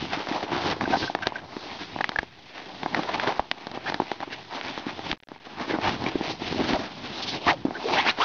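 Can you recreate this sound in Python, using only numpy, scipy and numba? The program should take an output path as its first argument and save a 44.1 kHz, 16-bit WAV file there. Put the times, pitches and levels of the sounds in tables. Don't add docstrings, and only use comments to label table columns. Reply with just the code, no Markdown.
import sys
import numpy as np
from scipy import signal
from scipy.io import wavfile
from scipy.ndimage import uniform_filter1d
from numba import njit

SR = 44100
rng = np.random.default_rng(int(sys.argv[2]) if len(sys.argv) > 2 else 0)


def wav_out(sig):
    wavfile.write(sys.argv[1], SR, np.round(np.clip(np.atleast_2d(sig).T, -1, 1) * 32767).astype(np.int16))


N = 363384

# mode_hz, drag_width_hz, free_width_hz
SEAT_MODES = [(298.7, 121, 210), (797.5, 271, 284), (1753, 960, 810), (3260, 1590, 1560)]
# rate_per_s, scatter_db, flicker_db, pitch_drift_share
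MODE_SLIPS = [(505.7, 3.0, 0, 0.11), (1199, 3.5, 1.5, 0.045), (3520, 2, 2.5, 0.18), (11400, 3.5, 1, 0.11)]
CATCH_SHARE_PER_MODE = [.45, 0.59, 0.72, 0.42]
PAW_MODE_DB = [0.0099, 0.25, -1.23, -0.045]
SNAG_TICK_MODE_DB = [0.99, 2.5, 2.4, 3.44]
# peak_s, swell_s, fade_s, level_db,
# strongest_oct (octaves above the lowest mode), falloff_db_per_oct
PAW_STROKES = [(.047, 0.027, 0.033, -38.5, 5, 2.5), (.142, 0.034, 0.043, -31, 1.5, 2.5),
               (.205, 0.021, 0.033, -37, 2, 1), (.352, 0.062, 0.053, -27, 1.5, 5.5),
               (.435, .02, 0.026, -37.5, 0, 2), (.534, 0.04, 0.15, -27, 1.1, 7),
               (.62, 0.066, 0.046, -36, 2, 3.5), (.726, 0.15, 0.012, -27.5, 1.1, 2.5),
               (.828, 0.029, 0.032, -29.5, 0.5, 4.5), (.945, 0.068, 0.037, -25, 1.1, 5),
               (1.028, 0.04, 0.036, -30, 0, 4), (1.229, 0.01, 0.011, -34.5, 2, 3.5),
               (1.267, 0.018, 0.033, -30, 1.5, 6), (1.364, 0.025, 0.044, -39.5, 1.5, 3.5),
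               (2.966, 0.044, 0.12, -29, .5, 4.5), (3.094, 0.025, 0.015, -26.5, 1.3, 9),
               (3.141, 0.0065, 0.035, -25.5, 1.55, 5.5), (3.235, .03, 0.037, -30, 1.6, 6),
               (3.277, 0.015, 0.045, -22.5, 1.2, 6.5), (3.745, 0.024, 0.04, -32, 1.2, 7),
               (3.89, 0.065, 0.031, -36, 2, 2.5), (4.211, 0.017, 0.016, -37.5, 1, 4),
               (4.233, .015, 0.011, -31, 1.4, 11), (4.28, 0.011, 0.012, -36, 0.4, 6),
               (4.33, 0.016, 0.023, -37, 4, 0.5), (4.572, 0.061, 0.025, -30, 1.9, 6),
               (4.697, 0.14, 0.18, -39.5, 2.2, 2), (4.901, 0.03, 0.052, -35, 0.5, 1.5),
               (5.103, 0.14, 0.028, -38.5, -4, 0), (5.305, .012, .02, -53, 1.5, 2.5),
               (5.624, 0.042, 0.039, -28.5, 0.75, 4.5), (5.705, 0.031, .04, -26.5, 0.4, 4.5),
               (5.747, 0.037, 0.041, -25, .5, 7), (5.862, 0.045, 0.065, -23.5, 1.5, 4.5),
               (5.93, .05, 0.04, -32.5, 2, 2), (6.089, 0.12, 0.026, -27, 1, 4.5),
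               (6.32, 0.2, 0.03, -33, -1.5, 1), (6.465, 0.076, 0.34, -36.5, 5, 1),
               (6.605, 0.035, .05, -30, 0, 5), (6.69, 0.031, 0.033, -31.5, 2, 0.5),
               (6.734, 0.1, 0.11, -27, 0.34, 3.5), (7.11, 0.043, 0.019, -38, -0.5, 7),
               (7.256, 0.018, 0.032, -33, -1, 5.5), (7.346, 0.055, 0.05, -31.5, -1, 2),
               (7.499, 0.051, 0.033, -25.5, 1.5, 3.5), (7.935, .015, 0.064, -26.5, 2, 3),
               (7.99, 0.16, 0.049, -27.5, 1.5, 4), (8.093, 0.064, 0.023, -28.5, 2, 1.5),
               (8.22, 0.039, 0.082, -24.5, 2, 6)]
# time_s, level_db,
# strongest_oct (octaves above the lowest mode), falloff_db_per_oct
CLOTH_RUSTLE = [(0, -44, 1.4, -0.5), (.75, -39, 0.64, 3), (1.15, -44, 1.1, 3.5), (1.43, -49.5, 1.3, 3.5),
                (1.69, -43, 1.1, 2), (1.9, -44.5, 2.1, 1.5), (2.19, -47, 1.6, 3), (2.305, -58, 4, 1),
                (2.58, -48, 2.2, 0), (2.9, -40.5, 1, 3), (3.37, -37.5, 1.6, 3.5), (3.46, -52, 1.2, 1.5),
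                (3.66, -45, 1.4, 3.5), (3.72, -49.5, 1.4, 2.5), (4.0, -45, 1.4, 2), (4.47, -51, 2.9, 2.5),
                (4.6, -44, 1.8, 1), (4.96, -56, 1, -1), (5.11, -46, 1.4, 1), (5.175, -66, 3, 3.5),
                (5.283, -70, 3, 0), (5.3, -57.5, 1.6, 5.5), (5.42, -53.5, 2.7, 1), (5.54, -46.5, 1.1, 2.5),
                (6.13, -44, 0.25, 2), (6.36, -46.5, 1.1, -1.5), (6.88, -46, 1, 2), (7.2, -39.5, 1.3, -1.5),
                (7.42, -47, .3, 0), (7.56, -50.5, .3, 0.5), (7.7, -42, 0.23, 4), (8.14, -43.5, 2.4, 3.5)]
# time_s, level_db
RUMBLE_LEVEL = [(0, -8.5), (2, -7), (3, -12.5), (5.7, -9.5), (6.7, -4), (7.4, -5.5), (8.1, -15)]
# start_s, level_db,
# strongest_oct (octaves above the lowest mode), falloff_db_per_oct
SNAGS_AND_TICKS = [(0.0247, -17, -1, 9.5), (.042, -25, 0, 5), (.053, -25.5, 1.2, 5), (.112, -27.5, 2, 5),
                   (0.1723, -23, 0.3, 5), (0.271, -20.5, 2, 7), (0.287, -22, 3, 1.5),
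                   (0.313, -15.5, 0.4, 9), (0.3237, -20, 2.5, 10), (0.4279, -19.5, 2, 4.5),
                   (0.609, -22, 1.5, 7), (0.637, -22, 2.5, 8), (0.678, -18, 3, 6), (0.7007, -15, 4, 4.5),
                   (0.8102, -15, 2.5, 7.5), (0.8163, -11, 0.8, 14), (0.8396, -19.5, 2, 7.5),
                   (0.8766, -15.5, 0.6, 9), (0.905, -19.5, 0.2, 12), (0.9698, -17.5, 0.5, 5),
                   (1.098, -13.5, 1.0, 16), (1.15, -12.5, 1.7, 5), (1.189, -30, 2.5, 4), (1.27, -7, 3.2, 4),
                   (1.3213, -22, 1.2, 11), (1.5663, -22.5, -0.2, 2.5), (1.808, -28, 0.7, 11),
                   (1.961, -16, 0.9, 11.5), (1.988, -20, 2, 6), (2.007, -15, 1.4, 9),
                   (2.0102, -17, 2.6, 10), (2.0425, -10.5, 2.5, 12.5), (2.092, -14.5, 3.5, 3),
                   (2.1182, -22, 2.4, 10), (2.16, -15.5, 2, 13), (2.188, -11.5, 2.5, 6.5),
                   (2.2303, -26, 1.5, 2), (2.832, -19, 1.3, 2.5), (2.8606, -15, 1.26, 7),
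                   (2.9464, -9, 2.5, 11), (2.992, -10, 0.8, 11), (3.034, -24.5, 3, 5),
                   (3.198, -13, 2.5, 10), (3.2443, -21, 1.5, 8), (3.2742, -11.5, 2.5, 6.5),
                   (3.3234, -18, 2, 9), (3.3945, -9.5, 1.4, 11.5), (3.514, -9.5, 3.5, 5),
                   (3.6693, -21, 3.5, 2), (3.715, -23.5, 6, -1), (3.774, -17.5, 1, 11),
                   (3.899, -16.5, 4, 2), (3.922, -18, 1.2, 7), (3.9431, -12.5, 3, 4), (4.0, -5.5, 0.8, 13),
                   (4.019, -19, 0.4, 7), (4.116, -16, 2, 3), (4.204, -25.5, 2.5, 5), (4.612, -21, 3, 7),
                   (4.66, -27.5, 2, 0), (4.777, -26, 0.7, 0), (4.866, -20, 0.15, 10.5),
                   (4.9921, -24.5, 1.5, 3), (5.1148, -11.5, 3.5, 8), (5.1282, -21, 2, 1),
                   (5.168, -49.5, 4, 1), (5.174, -49.5, 3, 1.5), (5.202, -40, 4, 4), (5.226, -48, 2.5, 2),
                   (5.234, -38.5, 3.5, 4.5), (5.272, -51, 2.5, 1), (5.2864, -33, 2.5, 3),
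                   (5.3171, -28.5, 0.5, 4.5), (5.361, -36, 1.5, 6), (5.469, -30.5, 0.8, 8),
                   (5.7098, -19, 2, 4.5), (5.786, -11.5, 0.76, 12), (6.04, -20.5, 2.5, 1.5),
                   (6.065, -18, 0.3, 9), (6.1542, -7.5, 0.23, 19), (6.2095, -15, 0.34, 8.5),
                   (6.281, -24, 1, -1), (6.4191, -20, 0, 4), (6.5252, -16.5, -0.4, 8),
                   (6.545, -22, 0.5, 13), (6.559, -22, 0, 12), (6.7339, -18.5, 3, -1),
                   (7.4664, -16.5, 2, 2), (7.6508, -12, 0, 13), (7.667, -20, 0.5, 10),
                   (7.682, -18, 0.4, 15), (7.7073, -17, 0.7, 9), (7.937, -17, 1.5, 6), (8.065, -15, 4.5, 5),
                   (8.075, -16, 3, 5.5), (8.187, -23.5, 1.5, 2)]
# start_s, length_s, start_hz, end_hz, width_hz (before scaling), level_db
CLAW_SKIDS = [(0.928, 0.037, 764, 777, 150, -20), (3.856, 0.042, 1406, 2000, 350, -30),
              (5.689, 0.05, 1880, 1490, 300, -36.5), (5.732, 0.044, 1810, 1210, 300, -35.5),
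              (6.579, 0.058, 330, 230, 80, -27), (6.74, 0.045, 724, 580, 200, -26.5),
              (7.493, 0.063, 999, 482, 150, -24.5), (7.464, 0.032, 872, 1410, 250, -21),
              (7.47, 0.05, 1434, 2260, 700, -21.5), (7.742, 0.04, 1490, 1680, 150, -36),
              (7.84, 0.12, 450, 350, 90, -28), (7.93, 0.086, 494, 1108, 140, -24),
              (8.02, 0.061, 902, 700, 120, -31), (7.959, 0.06, 1560, 2330, 320, -25.5),
              (7.971, 0.044, 2690, 3480, 280, -28.5), (8.065, 0.045, 2010, 3020, 497, -23.5),
              (8.066, 0.042, 688, 1940, 200, -28.5), (8.085, 0.029, 3260, 4170, 400, -25.5),
              (8.19, 0.054, 794, 1560, 200, -22.5), (8.199, 0.04, 2600, 3610, 500, -28)]
# start_s, length_s (fade scale), pitch_hz, level_db
SQUEAKS_AND_KNOCKS = [(0.854, .011, 1560, -26), (0.923, .01, 1570, -24), (.934, .008, 1580, -23),
                      (0.954, .014, 1520, -28), (1.023, .03, 1580, -28), (1.074, .016, 1550, -28.5),
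                      (1.221, .024, 1550, -24), (1.255, 0.011, 1590, -30), (1.355, 0.015, 1570, -25.5),
                      (1.387, .01, 1600, -35), (2.008, .008, 1670, -19), (2.042, .005, 1950, -16),
                      (2.159, .006, 1680, -16), (2.186, .007, 1670, -12), (6.063, .0035, 2240, -14),
                      (6.075, .003, 2400, -24), (6.083, .003, 2400, -25)]
# peak_s, swell_s, fade_s, level_db
FUR_BRUSH = [(.68, .08, 0.064, -41), (.995, .05, .12, -36), (1.65, 0.22, 0.14, -49.5),
             (1.83, .2, 0.098, -50), (3.04, 0.041, .06, -46.5), (7.18, 0.065, 0.037, -39.5),
             (7.232, 0.011, 0.018, -30.5), (7.29, 0.025, 0.047, -30), (7.35, .04, 0.026, -34.5),
             (7.93, 0.11, 0.091, -36)]
# start_s, level_db
FRAME_THUMPS = [(1.029, -40), (1.269, -35), (2.188, -28), (3.393, -28), (5.119, -28), (6.149, -30),
                (6.738, -25), (7.47, -37)]

STROKE_SPAN_DB = 12
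CLEAN_RING_DB = 12.5
SQUEAK_WIDTH_HZ, SQUEAK_ATTACK_S = 220, .0016
BRUSH_HZ, BRUSH_WIDTH_HZ = 3950, 2100
RUMBLE_HZ, RUMBLE_FLOOR_DB = 126, -66.0
AIR_DB = -59.5
GATE_DB, GATE_HOLD_S = -55, 0.0021
MIC_HZ, TOP_HZ = 6010, 15600
OFFSET, HISS_DB = -.0011, -86


def undb(db):
    return 10 ** (np.asarray(db) / 20)


def unit(x):
    return x / np.sqrt(np.mean(x ** 2))


@njit
def svf(x, hz, width):
    y, band, low = np.empty(len(x)), 0., 0.
    for i in range(len(x)):
        g, damping = np.tan(np.pi * hz[i] / SR), width / hz[i]
        v = (band + g * (x[i] - low)) / (1 + g * (g + damping))
        band, low, y[i] = 2 * v - band, low + 2 * g * v, damping * v
    return y


def band_twice(x, hz, width_1_hz, width_2_hz):
    return svf(svf(x, hz, width_1_hz), hz, width_2_hz)


def walk(rate):
    hold = int(SR / rate)
    steps = np.repeat(rng.standard_normal(N // hold + 1), hold)
    return 1.21 * uniform_filter1d(uniform_filter1d(steps, hold), hold)[:N]


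def slips(rate_per_s, scatter_db):
    happens = rng.random(N) < rate_per_s / SR
    hardness = np.minimum(rng.exponential(size=N), 3)
    return happens * undb(scatter_db * hardness) * np.sign(rng.random(N) - .5)


def colour(level_db, strongest_oct, falloff_db, mode_db):
    hz = np.array(SEAT_MODES)[:, :1]
    octaves = np.log2(hz / SEAT_MODES[0][0])
    return level_db - np.abs(falloff_db) * np.abs(octaves - strongest_oct) + np.array(mode_db)[:, None]


def stroke_distance(t, peak_s, swell_s, fade_s):
    return np.where(t < peak_s, (peak_s - t) / swell_s, (t - peak_s) / fade_s)


def paw_levels():
    t = np.arange(0, N, 32) / SR
    time_s, *controls = np.transpose(CLOTH_RUSTLE)
    rustle = [np.interp(t, time_s, c) for c in controls]
    power = undb(colour(*rustle, PAW_MODE_DB)) ** 2
    for peak_s, swell_s, fade_s, *stroke in PAW_STROKES:
        drop_db = STROKE_SPAN_DB * stroke_distance(t, peak_s, swell_s, fade_s) ** 1.22
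        power = power + undb(colour(*stroke, PAW_MODE_DB) - drop_db) ** 2
    return [np.interp(np.arange(N) / SR, t, 10 * np.log10(p)) for p in power]


def rumble(lowest_mode_db):
    centre = np.full(N, 1. * RUMBLE_HZ)
    low = unit(band_twice(rng.standard_normal(N), centre, 140.0, 280.0)) * undb(4.1 * walk(10))
    relative_db = np.interp(np.arange(N) / SR, *np.transpose(RUMBLE_LEVEL))
    return low * (undb(relative_db + lowest_mode_db) + undb(RUMBLE_FLOOR_DB))


def drag():
    levels_db = paw_levels()
    catches = unit(slips(220, 3.4))
    out = 0
    for mode, feed, share, level_db in zip(SEAT_MODES, MODE_SLIPS, CATCH_SHARE_PER_MODE, levels_db):
        hz, width_hz, _ = mode
        rate, scatter_db, flicker_db, drift = feed
        centre = hz * np.exp(drift * walk(14))
        grit = unit(slips(rate, scatter_db)) + share * catches + 1e-18
        ring = band_twice(grit, centre, 1.71 * width_hz, 2.17 * width_hz)
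        out = out + unit(ring) * undb(level_db + flicker_db * walk(30))
    out = out + rumble(levels_db[0])
    grip_db = 1.67 * walk(70) + 0.69 * walk(20)
    return out * undb(grip_db)


def snags():
    out, t = np.zeros(N + 2000), np.arange(1500) / SR
    shaken = [unit(svf(rng.standard_normal(N + 2000), np.full(N + 2000, 1. * hz), 1. * width_hz))
              for hz, width_hz, _ in SEAT_MODES]
    for (start_s, *snag), chance in zip(SNAGS_AND_TICKS, rng.random((len(SNAGS_AND_TICKS), 10))):
        levels = undb(colour(*snag, SNAG_TICK_MODE_DB)[:, 0])
        i, lag = int(start_s * SR), int(SR * (.001 + .002 * chance[8]))
        cleanness = 1 + abs(snag[2]) / CLEAN_RING_DB
        for k, (hz, _, width_hz) in enumerate(SEAT_MODES):
            cycles = hz * (1 + 0.15 * (chance[k] - .5)) * t + .5 * (chance[4 + k] > .3)
            attack = (1 - np.exp(-t * hz * 2.33)) ** 2
            swell = attack * np.exp(-np.pi * width_hz * 1.6 / cleanness * t)
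            ring = levels[k] * swell / swell.max() * np.sin(2 * np.pi * cycles)
            decay = np.exp(-t * (hz / 1000) ** 0.77 / 0.0051)
            settle = undb(-15.5) * (1 - np.exp(-t / 0.00075)) * decay
            out[i:i + len(t)] += ring + levels[k] * settle * shaken[k][i:i + len(t)]
            out[i + lag:i + lag + len(t)] -= 0.27 * ring
    return out[:N]


def skids():
    out, threads = np.zeros(N + SR), rng.standard_normal(N + SR)
    for start_s, length_s, start_hz, end_hz, width_hz, level_db in CLAW_SKIDS:
        i, n = int(start_s * SR), int(length_s * SR)
        pitch = np.geomspace(start_hz, end_hz, n)
        phase = 2 * np.pi * np.cumsum(pitch) / SR
        beat = np.sin(phase) + .6 * np.sin(2 * phase)
        rasp = unit(band_twice(threads[i:i + n], pitch, 1. * width_hz, 2. * width_hz))
        progress = np.linspace(0, 1, n) ** (0.69 * end_hz / start_hz)
        pressure = np.sin(np.pi * progress) ** 0.76
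        out[i:i + n] += undb(level_db) * pressure * (rasp + 0.36 * beat)
    return out[:N]


def squeaks():
    out, noise = np.zeros(N + SR), rng.standard_normal(N + SR)
    for start_s, length_s, hz, level_db in SQUEAKS_AND_KNOCKS:
        i, t = int(start_s * SR), np.arange(int(2 * length_s * SR)) / SR
        rough = unit(svf(noise[i:i + len(t)], np.full(len(t), 1. * hz), 1. * SQUEAK_WIDTH_HZ))
        shape = (1 - np.exp(-t / SQUEAK_ATTACK_S)) * np.exp(-1.6 * (t / length_s) ** 2)
        tone = np.sin(2 * np.pi * hz * t)
        out[i:i + len(t)] += undb(level_db) * shape * (.55 * rough + .85 * tone)
    return out[:N]


def brush():
    t = np.arange(N) / SR
    centre = BRUSH_HZ * np.exp(.05 * walk(5.4))
    hairs = unit(band_twice(rng.standard_normal(N), centre, 1. * BRUSH_WIDTH_HZ, 2. * BRUSH_WIDTH_HZ))
    gain = 0
    for peak_s, swell_s, fade_s, level_db in FUR_BRUSH:
        drop_db = STROKE_SPAN_DB * stroke_distance(t, peak_s, swell_s, fade_s) ** 2
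        gain = gain + undb(level_db - drop_db)
    return hairs * gain * undb(2.1 * walk(40))


def thumps():
    out, t = np.zeros(N + 4000), np.arange(4000) / SR
    swing = np.exp(-t / 0.0078) * np.sin(2 * np.pi * 55 * t)
    for start_s, level_db in FRAME_THUMPS:
        i = int(start_s * SR)
        out[i:i + len(t)] += undb(level_db) * swing
    return out[:N]


def air():
    return undb(AIR_DB) * unit(svf(rng.standard_normal(N), np.full(N, 2000.0), 3500.0))


def scene():
    return (drag() + brush() + snags() + skids() + squeaks() + thumps() + air())[None]


def record(dry):
    recent = uniform_filter1d(np.abs(dry), int(GATE_HOLD_S * SR))
    gate = uniform_filter1d(1. * (recent > undb(GATE_DB)), size=24)
    rounded = np.tanh(0.81 * dry) / 0.79
    gated = (rounded + OFFSET) * gate
    steep = signal.cheby2(8, 48, 1.302 * MIC_HZ, fs=SR, output="sos")
    gentle = signal.butter(4, MIC_HZ, fs=SR, output="sos")
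    dull = signal.sosfilt(gentle, signal.sosfilt(steep, gated))
    hiss = undb(HISS_DB) * rng.standard_normal(dry.shape)
    return signal.sosfilt(signal.ellip(8, .2, 40, TOP_HZ, fs=SR, output="sos"), dull + hiss)


dry = scene()
out = record(dry)
wav_out(out)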